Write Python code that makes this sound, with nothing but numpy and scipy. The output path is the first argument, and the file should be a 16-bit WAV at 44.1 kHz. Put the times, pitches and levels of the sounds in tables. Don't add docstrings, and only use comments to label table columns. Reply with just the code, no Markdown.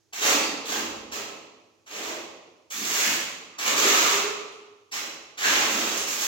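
import sys
import numpy as np
from scipy import signal
from scipy.fft import rfft, irfft, next_fast_len
from scipy.io import wavfile
from scipy.ndimage import uniform_filter1d

SR = 44100
rng = np.random.default_rng(int(sys.argv[2]) if len(sys.argv) > 2 else 0)


def pcm_store(signal):
    levels = np.round(np.clip(np.atleast_2d(signal), -1, 1) * 32767)
    wavfile.write(sys.argv[1], SR, levels.astype(np.int16).T)


N = 276495
TIME = np.arange(N) / SR
FFT_SIZE = next_fast_len(N + 2 * SR)
FREQ = np.maximum(np.arange(FFT_SIZE // 2 + 1) * SR / FFT_SIZE, 1)


def undb(db):
    return 10 ** (np.asarray(db) / 20)


def unit_rms(x):
    return x / np.sqrt(np.mean(x ** 2))


def curve(points):
    hz, value = np.transpose(points)
    return np.interp(np.log(FREQ), np.log(hz), value)


def eq(x, response):
    return irfft(rfft(x, FFT_SIZE) * response, FFT_SIZE)[..., :x.shape[-1]]


def resonance(hz, width_hz):
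    return 1 / (1 + 1j * (FREQ / hz - hz / FREQ) * hz / width_hz)


def ring(x, hz, width_hz):
    return signal.lfilter(*signal.iirpeak(hz, hz / width_hz, fs=SR), x)


def drift(rate_hz):
    steps = rng.standard_normal(4096)
    return np.interp(TIME * rate_hz, np.arange(len(steps)), steps)


# f/Hz, relative level/dB
AIR_EQ = [(30, -38), (100, 3), (200, -16), (320, 1.5), (600, -11), (1400, -16), (3000, -18), (6500, -12),
          (8300, -25), (15000, -31)]
def room_air(level_db=-70):
    noise = rng.standard_normal((2, N)) + rng.standard_normal(N)
    return undb(level_db) * unit_rms(eq(noise, undb(curve(AIR_EQ))))


def grit(grains_per_s, spread_db, catch_db, catch_hz):
    hits = rng.random(N) < grains_per_s / SR
    size = undb(spread_db * np.minimum(rng.exponential(size=N), 5))
    polarity = rng.choice([-1, 1], N)
    grains = hits * size * polarity * undb(catch_db * drift(catch_hz))
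    power = uniform_filter1d(grains ** 2, size=2000)
    return grains / np.sqrt(np.maximum(power, 1e-9))


# landing t/s, skim/s, press/s, slide/s, landing force/dB, full force/dB,
# easing over the slide/dB, flex of the tile/dB, bite of steel on grit/dB
STROKES = [ (.125, 0.057, 0.06, 0.06, -30.5, -16.5, 1, 4, 3),
           (.645, 0.019, 0.033, 0.056, -31.5, -25, 1, 7.5, 2.5),
           (1.112, 0, 0.0071, 0.0083, -31, -26, 0, 7.5, 2.5),
           (1.858, 0.013, 0.063, 0.15, -42.5, -32.5, -2, 6, 0),
           (2.699, 0.086, .19, 0.15, -31, -23, 4, -1.5, 7.5),
           (3.579, 0.06, 0.024, 0.016, -26, -18, 0.5, 6, 2.5),
           (3.758, 0.0019, 0.11, .27, -18, -17, 5, -1.5, 2),
           (4.911, 0.0093, 0.017, 0.032, -29.5, -25.5, 3, 2.5, 2),
           (5.37, 0.033, .04, 0.2, -27.5, -17.5, 5, 2, 0),
           (5.68, 0.011, 0.016, .3, -26, -24.5, 5, 3.5, 3.5),
           (6.065, 0.006, .02, 0.046, -28, -27, 3, 2.5, 8.5),
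           (6.17, 0.012, 0.042, .03, -29.5, -24.5, 2, -1, 9)]
def stroke_envelope(flex_share, bite_share, attack_s=0.0097, release_db_per_s=143.5):
    dry_landing_db, gather_s = 9, 0.095
    cling_db_per_s = 50.5
    unbite_db_per_s = 52
    envelope = np.zeros(N)
    for lands, skim_s, press_s, slide_s, touch_db, full_db, ease_db, flex_db, bite_db in STROKES:
        age = TIME - lands
        pressed = np.clip((age - skim_s) / press_s, 0, 1)
        slid = np.clip((age - skim_s - press_s) / slide_s, 0, 1)
        gathered = np.clip((age - skim_s) / gather_s, 0, 1)
        lifted_s = np.maximum(age - skim_s - press_s - slide_s, 0)
        force = touch_db + (full_db - touch_db) * pressed - ease_db * slid - release_db_per_s * lifted_s
        flex = flex_db - dry_landing_db * (1 - gathered) + cling_db_per_s * lifted_s
        bite = bite_db - unbite_db_per_s * lifted_s
        attack = np.clip(age / attack_s, 0, 1)
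        stroke = attack * undb(force + flex_share * flex + bite_share * bite)
        envelope = np.maximum(envelope, stroke)
    return envelope


# f/Hz, relative level/dB
SCRAPE_EQ = [(40, -47), (75, -22), (140, -19), (250, -5.5), (400, -6.5), (700, -1), (1200, -2.5), (2500, 3),
             (4900, -4), (6800, -1), (7700, -6.5), (9000, -22), (12500, -16), (15500, -15)]
# f/Hz, width/Hz, boost/dB
TILE_MODES = [(158, 31, 3), (277, 18, 2), (331, 22, 9), (405, 4.9, 5), (443, 52, 9.5), (556.5, 17.4, 9.5),
              (822, 27, 2.5), (848, 21, 1.5), (1114, 200, 6), (1317, 6.5, 9.5), (1570, 14, 4),
              (2770, 120, 1.5)]
def scrape():
    grains = grit(grains_per_s=6000, spread_db=3.5, catch_db=2.5, catch_hz=80)
    modes = 1 + sum((undb(db) - 1) * abs(resonance(hz, width)) ** 2 for hz, width, db in TILE_MODES)
    colour = unit_rms(undb(curve(SCRAPE_EQ)) * modes)
    body = curve([(480, 1), (1500, 0)])
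    hiss = curve([(3000, 0), (12000, 1)])
    bands = [(body ** 2, 1, 0),
             (2 * body * (1 - body), .5, 0),
             ((1 - body) ** 2 * (1 - hiss) ** 2, 0, 0),
             (2 * hiss * (1 - hiss), 0, .5),
             (hiss ** 2, 0, 1)]
    return sum(eq(grains, colour * band) * stroke_envelope(flex, bite) for band, flex, bite in bands)


# t/s, level/dB, f/Hz
BLADE_TICKS = [(0.126, -38, 1182), (0.433, -22.5, 4380), (0.657, -27, 3850), (1.122, -32, 4470),
               (2.703, -31, 6500), (3.586, -28, 5670), (3.778, -17, 6000), (4.518, -40, 2980),
               (4.921, -23, 5550), (5.382, -26, 1880), (5.391, -26, 4150), (5.975, -16, 6260)]
def blade_ticks(decay_s=0.0054, width_hz=500, crack_gain=0.068):
    out = np.zeros(N + SR)
    t = np.arange(SR // 10) / SR
    for at_s, db, hz in BLADE_TICKS:
        noise = rng.standard_normal(len(t))
        ping = unit_rms(ring(noise, hz, width_hz))
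        crack = crack_gain * unit_rms(ring(noise, hz, width_hz=hz))
        start = int(at_s * SR)
        out[start:start + len(t)] += undb(db) * (ping + crack) * np.exp(-t / decay_s)
    return out[:N]


# peak t/s, length/s, f/Hz, width/Hz, level/dB
SWELLS = [(0.345, 0.064, 286, 50, -30), (0.52, 0.081, 273, 80, -36.5), (.726, 0.028, 1580, 160, -31.5),
          (0.777, 0.058, 232, 50, -34.5), (0.792, .12, 343, 120, -39), (0.88, .12, 74.5, 40, -54.5),
          (1.078, 0.14, 230, 70, -50.5), (2.135, 0.068, 480, 340, -38), (2.815, 0.074, 280, 200, -38.5),
          (3.039, 0.083, 2220, 2070, -23.5), (3.08, 0.036, 290, 300, -34.5), (3.84, 0.087, 425, 260, -25.5),
          (3.955, 0.34, 1206, 400, -28), (4.208, 0.2, 418, 28.2, -34), (5.451, 0.038, 1690, 395, -21),
          (5.766, 0.15, 280, 150, -37.5)]
def drones_and_rasps(throb_hz=28, throb_depth=0.31):
    out = np.zeros(N)
    throb = 1 + throb_depth * np.cos(2 * np.pi * throb_hz * TIME + drift(8))
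    for peak_s, length_s, hz, width_hz, db in SWELLS:
        swell = np.exp(-2 * ((TIME - peak_s) / length_s) ** 2)
        noise = rng.standard_normal(N)
        band = ring(ring(noise, hz, width_hz), hz, width_hz)
        out += undb(db) * swell * unit_rms(band)
    return out * throb


# f/Hz, t60/s
ECHO_DECAY = [(70, 1.3), (200, 1.09), (420, 1.18), (750, 1.08), (1250, 1.07), (1550, 0.81), (2500, 0.99),
              (4500, 0.88), (7500, 0.72), (13000, 0.49)]
def echo_tail(narrow_below_hz=600, build_s=0.0025):
    t = np.arange(2 ** 16) / SR
    hz = np.maximum(np.arange(len(t) // 2 + 1) * SR / len(t), 1)
    mid, side = rfft(rng.standard_normal((2, len(t))))
    coherence = .86 / (1 + (hz / narrow_below_hz) ** 4)
    spread = np.array([[1], [-1]]) * side * np.sqrt(1 - coherence)
    field = (mid * np.sqrt(1 + coherence) + spread) / np.sqrt(2)
    centres, t60s = np.transpose(ECHO_DECAY)
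    tail = 0
    for t60, share in zip(t60s, np.eye(len(ECHO_DECAY))):
        band = irfft(field * np.interp(np.log(hz), np.log(centres), share))
        envelope = np.exp(-np.log(1000) * t / t60) * (1 - np.exp(-t / build_s))
        tail = tail + band * envelope / np.linalg.norm(envelope)
    return tail


def bare_room(blade, swells, direct_db=-9.0, wet_db=-1.5, right_lag_s=0.000243, spots=4):
    delays_s = np.array([[0], [right_lag_s]])
    direct = eq(blade + swells, np.exp(-2j * np.pi * FREQ * delays_s))
    reverbs = [rfft(echo_tail(), FFT_SIZE) for _ in range(spots)]
    bass = eq(blade, 1 / (1 + (FREQ / 600) ** 4))
    wet = eq(swells + bass, reverbs[0])
    contact = TIME * 110 + .5 * drift(40)
    for spot, reverb in enumerate(reverbs):
        distance = abs((contact - spot) % spots - spots / 2)
        send = np.cos(np.pi / 2 * np.minimum(distance, 1))
        wet += eq((blade - bass) * send, reverb)
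    return undb(direct_db) * direct + undb(wet_db) * wet


def scene():
    return bare_room(blade=scrape() + blade_ticks(), swells=drones_and_rasps()) + room_air()


# f/Hz, left minus right/dB
PORT_BALANCE = [(80, -3.5), (350, -3.5), (700, -1.5), (1400, -2), (2800, -1.5), (6500, -5), (9500, 2.5),
                (14000, 2)]
def record(dry, top_hz=15900):
    port_gains = undb(np.array([[.5], [-.5]]) * curve(PORT_BALANCE))
    high_cut = signal.ellip(10, .2, 80, top_hz, fs=SR, output="sos")
    return signal.sosfilt(high_cut, eq(dry, port_gains))


dry = scene()
out = record(dry)
pcm_store(out)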